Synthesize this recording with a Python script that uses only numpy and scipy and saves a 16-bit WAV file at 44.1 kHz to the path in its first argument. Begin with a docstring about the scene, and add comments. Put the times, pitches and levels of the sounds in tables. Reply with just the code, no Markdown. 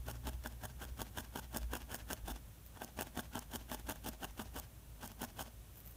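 """Needle felting, close up. Room rumble, a low hum and microphone hiss run throughout. From the start a
barbed needle jabs wool on a foam pad, 5-6 times a second. Each stab crunches: fibres catch on the barbs
and snap, thudding in the pad and fizzing above it; a softer scrape follows on the way out. The hum swells
near 1.6 s, then sinks in pitch. The needle pauses near 2.5 s, fingers brush the wool, and it resumes.
It pauses again near 4.8 s and stops at 5.5 s; three more brushes end the scene."""
import sys
import numpy as np
from scipy import signal
from scipy.fft import rfft, irfft
from scipy.io import wavfile

SR = 44100
rng = np.random.default_rng(int(sys.argv[2]) if len(sys.argv) > 2 else 0)


def dump(signal):
    """Clip the signal to [-1, 1] and save it as 16-bit WAV at the path in sys.argv[1]."""
    limited = np.clip(np.atleast_2d(signal).T, -1, 1)
    pcm = np.round(limited * 32767).astype(np.int16)
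    wavfile.write(sys.argv[1], SR, pcm)


N = 262836

# room rumble spectrum: freq_hz, gain_db
RUMBLE_COLOUR = [(47, -30), (80, -6), (110, -5), (178, -14.5), (451, -25), (491, -26.5), (529, -24),
                 (1500, -32), (1950, -78), (3300, -120)]
# microphone hiss spectrum: freq_hz, gain_db
HISS_COLOUR = [(880, -54), (1500, -3), (1920, -1), (2010, -7.5), (2170, -1.5), (2350, -3.5), (2570, -3),
               (3410, -3), (3990, -5), (4890, -7.5), (6070, -3.5), (6690, -5.5), (11800, -2.5), (15500, -2)]
# hum fundamental, relative level: time_s, level_db
HUM_LEVEL = [(0, -48), (0.3, -45.5), (0.6, -55), (0.9, -49.5), (1.15, -58.5), (1.47, -54.5), (1.64, -40),
             (1.76, -53), (2.2, -55), (2.33, -45), (2.45, -59), (3.7, -54), (5.96, -57.5)]
# hum fundamental: time_s, pitch_hz
HUM_PITCH = [(0, 60.27), (1.6, 60), (2, 55.22), (5.96, 56.3)]
# hum second harmonic: time_s, level_db
HUM_OVERTONE = [(0, -54), (1, -64.5), (2.2, -74.5), (5.96, -69)]
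# brushed wool spectrum: freq_hz, gain_db
WOOL_COLOUR = [(500, -9), (3500, -15), (8500, -13), (10500, -11), (12500, -1), (15000, 0.5)]
# finger strokes: centre_s, sigma_s, level_db
BRUSHES = [(2.666, 0.011, -57), (5.782, 0.022, -53), (5.868, 0.015, -52), (5.905, 0.018, -56)]
# resonances of pad and table: freq_hz, width_hz, gain_db
PAD_MODES = [(240, 62, 0.5), (381, 143, -13), (641, 45, -6.5), (791, 139, -8), (908, 142, -8.5),
             (1128, 46, -10.5), (1546, 308, -10), (2975, 550, -16), (3415, 363, -18)]
# pad response between resonances: freq_hz, gain_db
PAD_FLOOR = [(30, -20), (70, 0), (150, -12.5), (500, -11), (1200, -20), (2200, -32), (4000, -27),
             (8000, -28.5), (16000, -29.5)]
# pad's hollow 1.5 kHz resonance as the needle moves on: time_s, offset_db
PAD_HOLLOW = [(0.1, 2), (1.8, 1), (4.0, -0.5), (5.1, -3)]
# breaking fibre spectrum: freq_hz, gain_db
FIBRE_COLOUR = [(300, -10), (2000, -10.5), (3200, -25), (4100, -10), (4900, -6), (5400, 0.5), (5950, -5.5),
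                (6600, 1.5), (7600, -6), (8900, 0), (10500, -4), (15000, 0.5)]
# spectrum of the shaft rubbing felt: freq_hz, gain_db
SHAFT_COLOUR = [(300, -42), (900, -14), (1600, 4), (2200, 1.5), (3100, -1.5), (4500, -1.5), (6400, -1.5),
                (8000, -9.5), (15000, -11.5)]
# thick tufts snapping, relative levels: time_s, thud_db, tick_db
THICK_TUFTS = [(0.271, -35, -52), (0.4599, -39.5, -50), (0.654, -39.5, -46), (0.851, -48, -49),
               (1.0174, -34, -39.5), (1.1737, -39.5, -51), (1.184, -36.5, -42.5), (1.3585, -36, -52),
               (1.5632, -36.5, -41), (1.5711, -44.5, -32.5), (1.7348, -33.5, -45), (1.753, -38.5, -39.5),
               (1.9448, -38, -38), (2.103, -40, -46), (2.1315, -36, -37.5), (2.281, -44.5, -48),
               (2.819, -38.5, -52), (2.8461, -44.5, -42.5), (2.9896, -34.5, -57), (3.01, -34, -37),
               (3.0198, -42.5, -44), (3.1742, -37.5, -60), (3.193, -36, -54), (3.355, -53, -43),
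               (3.3918, -52, -38.5), (3.558, -37, -41), (3.7164, -36.5, -45), (3.7462, -39.5, -47),
               (3.8963, -43, -37), (4.0888, -37.5, -42), (4.2444, -38, -43.5), (4.5981, -48, -40.5),
               (5.0765, -53, -43.5), (5.1171, -49.5, -52), (5.218, -41.5, -39), (5.2393, -40.5, -42.5),
               (5.4086, -39.5, -44)]
# needle strokes, relative pad and fibre levels: enter_s, descent_s, crunch_db, fizz_db
STABS = [(0.078, 0.036, -47.5, -51.5), (0.267, 0.029, -45, -52.5), (0.453, 0.023, -46.5, -53),
         (0.632, 0.028, -49.5, -52), (0.815, 0.031, -48.5, -55), (0.992, 0.038, -48.5, -52),
         (1.17, 0.039, -47, -50), (1.355, 0.043, -47, -52), (1.542, 0.045, -46.5, -50),
         (1.73, 0.045, -45, -52.5), (1.912, 0.052, -47.5, -50.5), (2.104, 0.034, -44.5, -47.5),
         (2.277, 0.044, -45.5, -51.5), (2.767, 0.012, -56, -70), (2.816, 0.027, -50.5, -57),
         (2.989, 0.043, -45.5, -50), (3.17, 0.038, -45, -51), (3.349, 0.037, -43.5, -58),
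         (3.531, 0.039, -46.5, -49), (3.711, 0.042, -45.5, -49), (3.886, 0.038, -44, -48),
         (4.058, 0.036, -44.5, -49), (4.227, 0.028, -45.5, -53.5), (4.394, 0.031, -45, -53),
         (4.558, 0.038, -46.5, -51), (5.026, 0.039, -47, -54), (5.214, 0.037, -45, -50.5),
         (5.389, 0.039, -45.5, -49.5)]


def gain_of(db):
    """Decibels to amplitude."""
    return 10 ** (np.asarray(db) / 20)


def unit_rms(x):
    """Scales to rms 1."""
    return x / np.sqrt(np.mean(x ** 2) + 1e-20)


def colour_gain(colour, hz):
    """Amplitude of a spectrum table, interpolated over log frequency."""
    freq_hz, gain_db = np.transpose(colour)
    return gain_of(np.interp(np.log(hz + 1), np.log(freq_hz + 1), gain_db))


def add(mix, start_s, sound):
    """Mixes a sound in at start_s."""
    part = mix[max(round(start_s * SR), 0):][:len(sound)]
    part += sound[:len(part)]


def drift(rate_hz):
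    """Slow random motion, rms 1."""
    hz = np.fft.rfftfreq(N, 1 / SR)
    return unit_rms(irfft(rfft(rng.standard_normal(N)) * np.exp(-(hz / rate_hz) ** 2), N))


def response(colour, modes=(), size=4096):
    """Minimum-phase impulse response, energy 1: broad colour plus resonances."""
    hz = np.fft.rfftfreq(size, 1 / SR)
    power = colour_gain(colour, hz) ** 2
    for centre_hz, width_hz, db in modes:
        power += gain_of(db) ** 2 / (1 + 2 * ((hz - centre_hz) / width_hz) ** 2) ** 2
    cepstrum = irfft(np.log(power) / 2)
    cepstrum[1:size // 2] *= 2
    cepstrum[size // 2 + 1:] = 0
    ring = irfft(np.exp(rfft(cepstrum)))[:size // 2]
    return ring / np.linalg.norm(ring)


def through(x, ring):
    """Convolves with an impulse response."""
    return signal.oaconvolve(x, ring)[:N]


def steady_noise(colour, level_db):
    """Coloured noise at a constant rms level."""
    gain = colour_gain(colour, np.fft.rfftfreq(N, 1 / SR))
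    return gain_of(level_db) * unit_rms(irfft(rfft(rng.standard_normal(N)) * gain, N))


def hum(trim_db=-1.5, waver_hz=2.476, flutter_db=2.5, sway_db=2.5):
    """Low room hum: swells, sways and wavers, with a rough overtone."""
    t = np.arange(N) / SR
    curves = HUM_LEVEL, HUM_PITCH, HUM_OVERTONE
    level_db, pitch_hz, overtone_db = (np.interp(t, *np.transpose(curve)) for curve in curves)
    phase = 2 * np.pi * np.cumsum(pitch_hz + waver_hz * drift(rate_hz=7.6)) / SR
    wobble_db = sway_db * drift(rate_hz=14.6) + flutter_db * drift(rate_hz=50)
    fundamental = gain_of(level_db + trim_db + wobble_db) * np.sin(phase)
    overtone = gain_of(overtone_db + 2 * drift(rate_hz=16)) * np.sin(2 * phase + drift(rate_hz=11))
    return np.sqrt(2) * (fundamental + overtone)


def room(x, wet_db=-16, t60_s=0.26, cutoff_hz=2000, echoes_per_s=3000, predelay_s=0.003):
    """Adds the faint, dull reflections of a small furnished room."""
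    t = np.arange(SR // 3) / SR
    taps = rng.standard_normal(len(t)) * (rng.random(len(t)) < echoes_per_s / SR) * (t > predelay_s)
    tail = taps * gain_of(-60 * t / t60_s)
    tail = signal.lfilter(*signal.butter(1, cutoff_hz, fs=SR), tail / np.linalg.norm(tail))
    return x + gain_of(wet_db) * through(x, tail)


def fibre_slips(per_s, size, clump_db=3.0, clump_s=0.0016, spread_db=3.5):
    """Single fibres slip in bunches: random clicks, a few much larger than the rest; rms 1."""
    bunches = np.convolve(rng.standard_normal(size), np.hanning(round(2 * clump_s * SR)), "same")
    heights = gain_of(spread_db * np.minimum(rng.exponential(1, size), 3))
    clicks = heights * rng.choice([-1, 1], size) * (rng.random(size) < per_s / SR)
    return unit_rms(clicks * gain_of(clump_db * unit_rms(bunches)))


def finger_brushes():
    """Fingertips slide over loose wool: a faint, high rustle."""
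    t = np.arange(N) / SR
    touch = sum(gain_of(db) * np.exp(-((t - centre_s) / sigma_s) ** 2 / 2)
                for centre_s, sigma_s, db in BRUSHES)
    slips = fibre_slips(per_s=6100, size=N, clump_db=5.5, clump_s=0.0017)
    return through(touch * slips, response(WOOL_COLOUR))


def pad_spot(time_s, detune=0.02):
    """Impulse response of one spot on the pad; each tunes and weights the resonances differently."""
    scatter = rng.standard_normal((len(PAD_MODES), 2))
    hollow_db = np.interp(time_s, *np.transpose(PAD_HOLLOW))
    modes = [(hz * (1 + detune * shift), width_hz, db + offset_db + hollow_db * (1400 < hz < 1700))
             for (hz, width_hz, db), (shift, offset_db) in zip(PAD_MODES, scatter)]
    return response(PAD_FLOOR, modes)


def pull_out(enter_s, descent_s, linger_s=0.04, usual_s=0.04, usual_db=-56.5, db_per_s=233):
    """Peak time and base level of the exit scrape; a longer, deeper stab scrapes louder."""
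    return enter_s + descent_s + linger_s, usual_db + db_per_s * (descent_s - usual_s)


def thin_tufts(stab_row, count=2, spread_db=3.0, tilt_db=7.5, pierce_s=0.005, catch_jitter_s=0.0072):
    """Small snaps: the tip pierces the felt's skin, tufts tear going down, a barb catches coming out."""
    enter_s, descent_s, crunch_db, fizz_db = stab_row
    pierce = enter_s + pierce_s, crunch_db + 4, fizz_db + 0.5
    depth = (np.arange(count) + 1 + rng.random(count)) / (count + 1)
    thud_db, tick_db = 0.5 + spread_db * np.clip(rng.standard_normal((2, count)), -2, 2)
    depth_db = tilt_db * (depth - .5)  # deeper: less thud, more tick
    tears = zip(enter_s + descent_s * depth, crunch_db + thud_db - depth_db, fizz_db + tick_db + depth_db)
    exit_s, pull_db = pull_out(enter_s, descent_s)
    lateness, strength = np.clip(rng.standard_normal(2), -2, 2)
    catch_db = pull_db + 1 + spread_db * strength
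    catch = exit_s + catch_jitter_s * lateness, catch_db, catch_db - 1.5
    return [pierce, *tears, catch]


def snap(tuft, pad_ring, fibre_ring, thud_trim_db=-1, thud_rise_s=0.00073, tick_rise_s=0.00049,
         strain_db=-13, strain_s=0.0031):
    """A tuft strains, then tears: a brief thud in the pad and a shorter, bright tick."""
    time_s, thud_db, tick_db = tuft
    t = np.arange(-SR // 200, SR // 150) / SR
    strain = gain_of(strain_db) * np.exp(-abs(t) / strain_s)
    thud = pad_ring, thud_db + thud_trim_db, thud_rise_s
    tick = fibre_ring, tick_db, tick_rise_s
    sound = 0
    for ring, db, rise_s in thud, tick:
        age = np.maximum(t / rise_s + .5, 0)
        force = age * np.exp(1 - age) + strain
        burst = through(force * rng.uniform(-1.012, 1, len(t)), ring)
        sound += gain_of(db) * burst / np.linalg.norm(burst)
    return time_s + t[0], np.sqrt(.003 * SR) * sound  # levels are rms over 3 ms


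def stab(stab_row, pad_ring, fibre_ring, touch_db=-14, touch_lead_s=0.013, touch_s=0.0034,
         press_db=-5, press_s=0.032, relax_db=-8, relax_s=0.008, trim_db=-1,
         pull_s=0.016, pull_pad_db=-2, pull_shaft_db=-6.5):
    """One stroke: the tip scratches the loose top layer, presses, sinks in, stops and is drawn out."""
    enter_s, descent_s, crunch_db, fizz_db = stab_row
    stop_s = enter_s + descent_s
    exit_s, pull_db = pull_out(enter_s, descent_s)
    t = enter_s + np.arange(-SR // 15, SR // 5) / SR
    age_s = t - enter_s
    touch = gain_of(touch_db) * np.exp(-((age_s + touch_lead_s) / touch_s) ** 2 / 2)
    press = gain_of(press_db) * np.exp(-(age_s / press_s) ** 2 - abs(age_s) / press_s)
    relax = gain_of(relax_db) * np.exp(-abs(t - stop_s) / relax_s)
    stroke = np.where(t < enter_s, press, np.where(t < stop_s, 1, relax))
    pull = gain_of(pull_db) * np.exp(-((t - exit_s) / pull_s) ** 2 / 2)
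    # deeper: the pad shakes less, more barbs rake the fibres
    depth = np.clip(age_s / descent_s, 0, 1) - .5
    pad_drive = gain_of(crunch_db + trim_db - 4.6 * depth) * stroke + gain_of(pull_pad_db) * pull
    fibre_drive = gain_of(fizz_db + trim_db + 7.4 * depth) * (stroke + touch)
    shaft_drive = gain_of(crunch_db) * touch + gain_of(pull_shaft_db) * pull
    coarse = fibre_slips(per_s=5000, size=len(t))
    fine = fibre_slips(per_s=20000, size=len(t))
    crunch = through(pad_drive * coarse, pad_ring)
    fizz = through(fibre_drive * unit_rms(fine + 0.12 * coarse), fibre_ring)
    rub = through(shaft_drive * unit_rms(fine + 0.39 * coarse), response(SHAFT_COLOUR))
    return t[0], crunch + fizz + rub


def needle():
    """All stabs; each tuft thuds through the pad spot of the stab that tears it."""
    mix = np.zeros(N)
    fibre_ring = response(FIBRE_COLOUR)
    entries_s = np.array(STABS)[:, 0]
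    pad_rings = [pad_spot(enter_s) for enter_s in entries_s]
    for stab_row, pad_ring in zip(STABS, pad_rings):
        add(mix, *stab(stab_row, pad_ring, fibre_ring))
        for tuft in thin_tufts(stab_row):
            add(mix, *snap(tuft, pad_ring, fibre_ring))
    for tuft in THICK_TUFTS:
        nearest = np.argmin(abs(entries_s - tuft[0]))
        add(mix, *snap(tuft, pad_rings[nearest], fibre_ring))
    return mix


def scene():
    """Needle and fingers over hum, rumble and hiss; mono."""
    mix = room(needle()) + finger_brushes() + hum()
    mix += steady_noise(RUMBLE_COLOUR, level_db=-60)
    mix += steady_noise(HISS_COLOUR, level_db=-63.5)
    return mix[None]


def record(dry):
    """Recorder band limit: steep low-pass at 15.6 kHz."""
    low_pass = signal.firwin(511, 15600, window=("kaiser", 9), fs=SR)
    return signal.oaconvolve(dry, low_pass[None], "same")


dry = scene()
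out = record(dry)
dump(out)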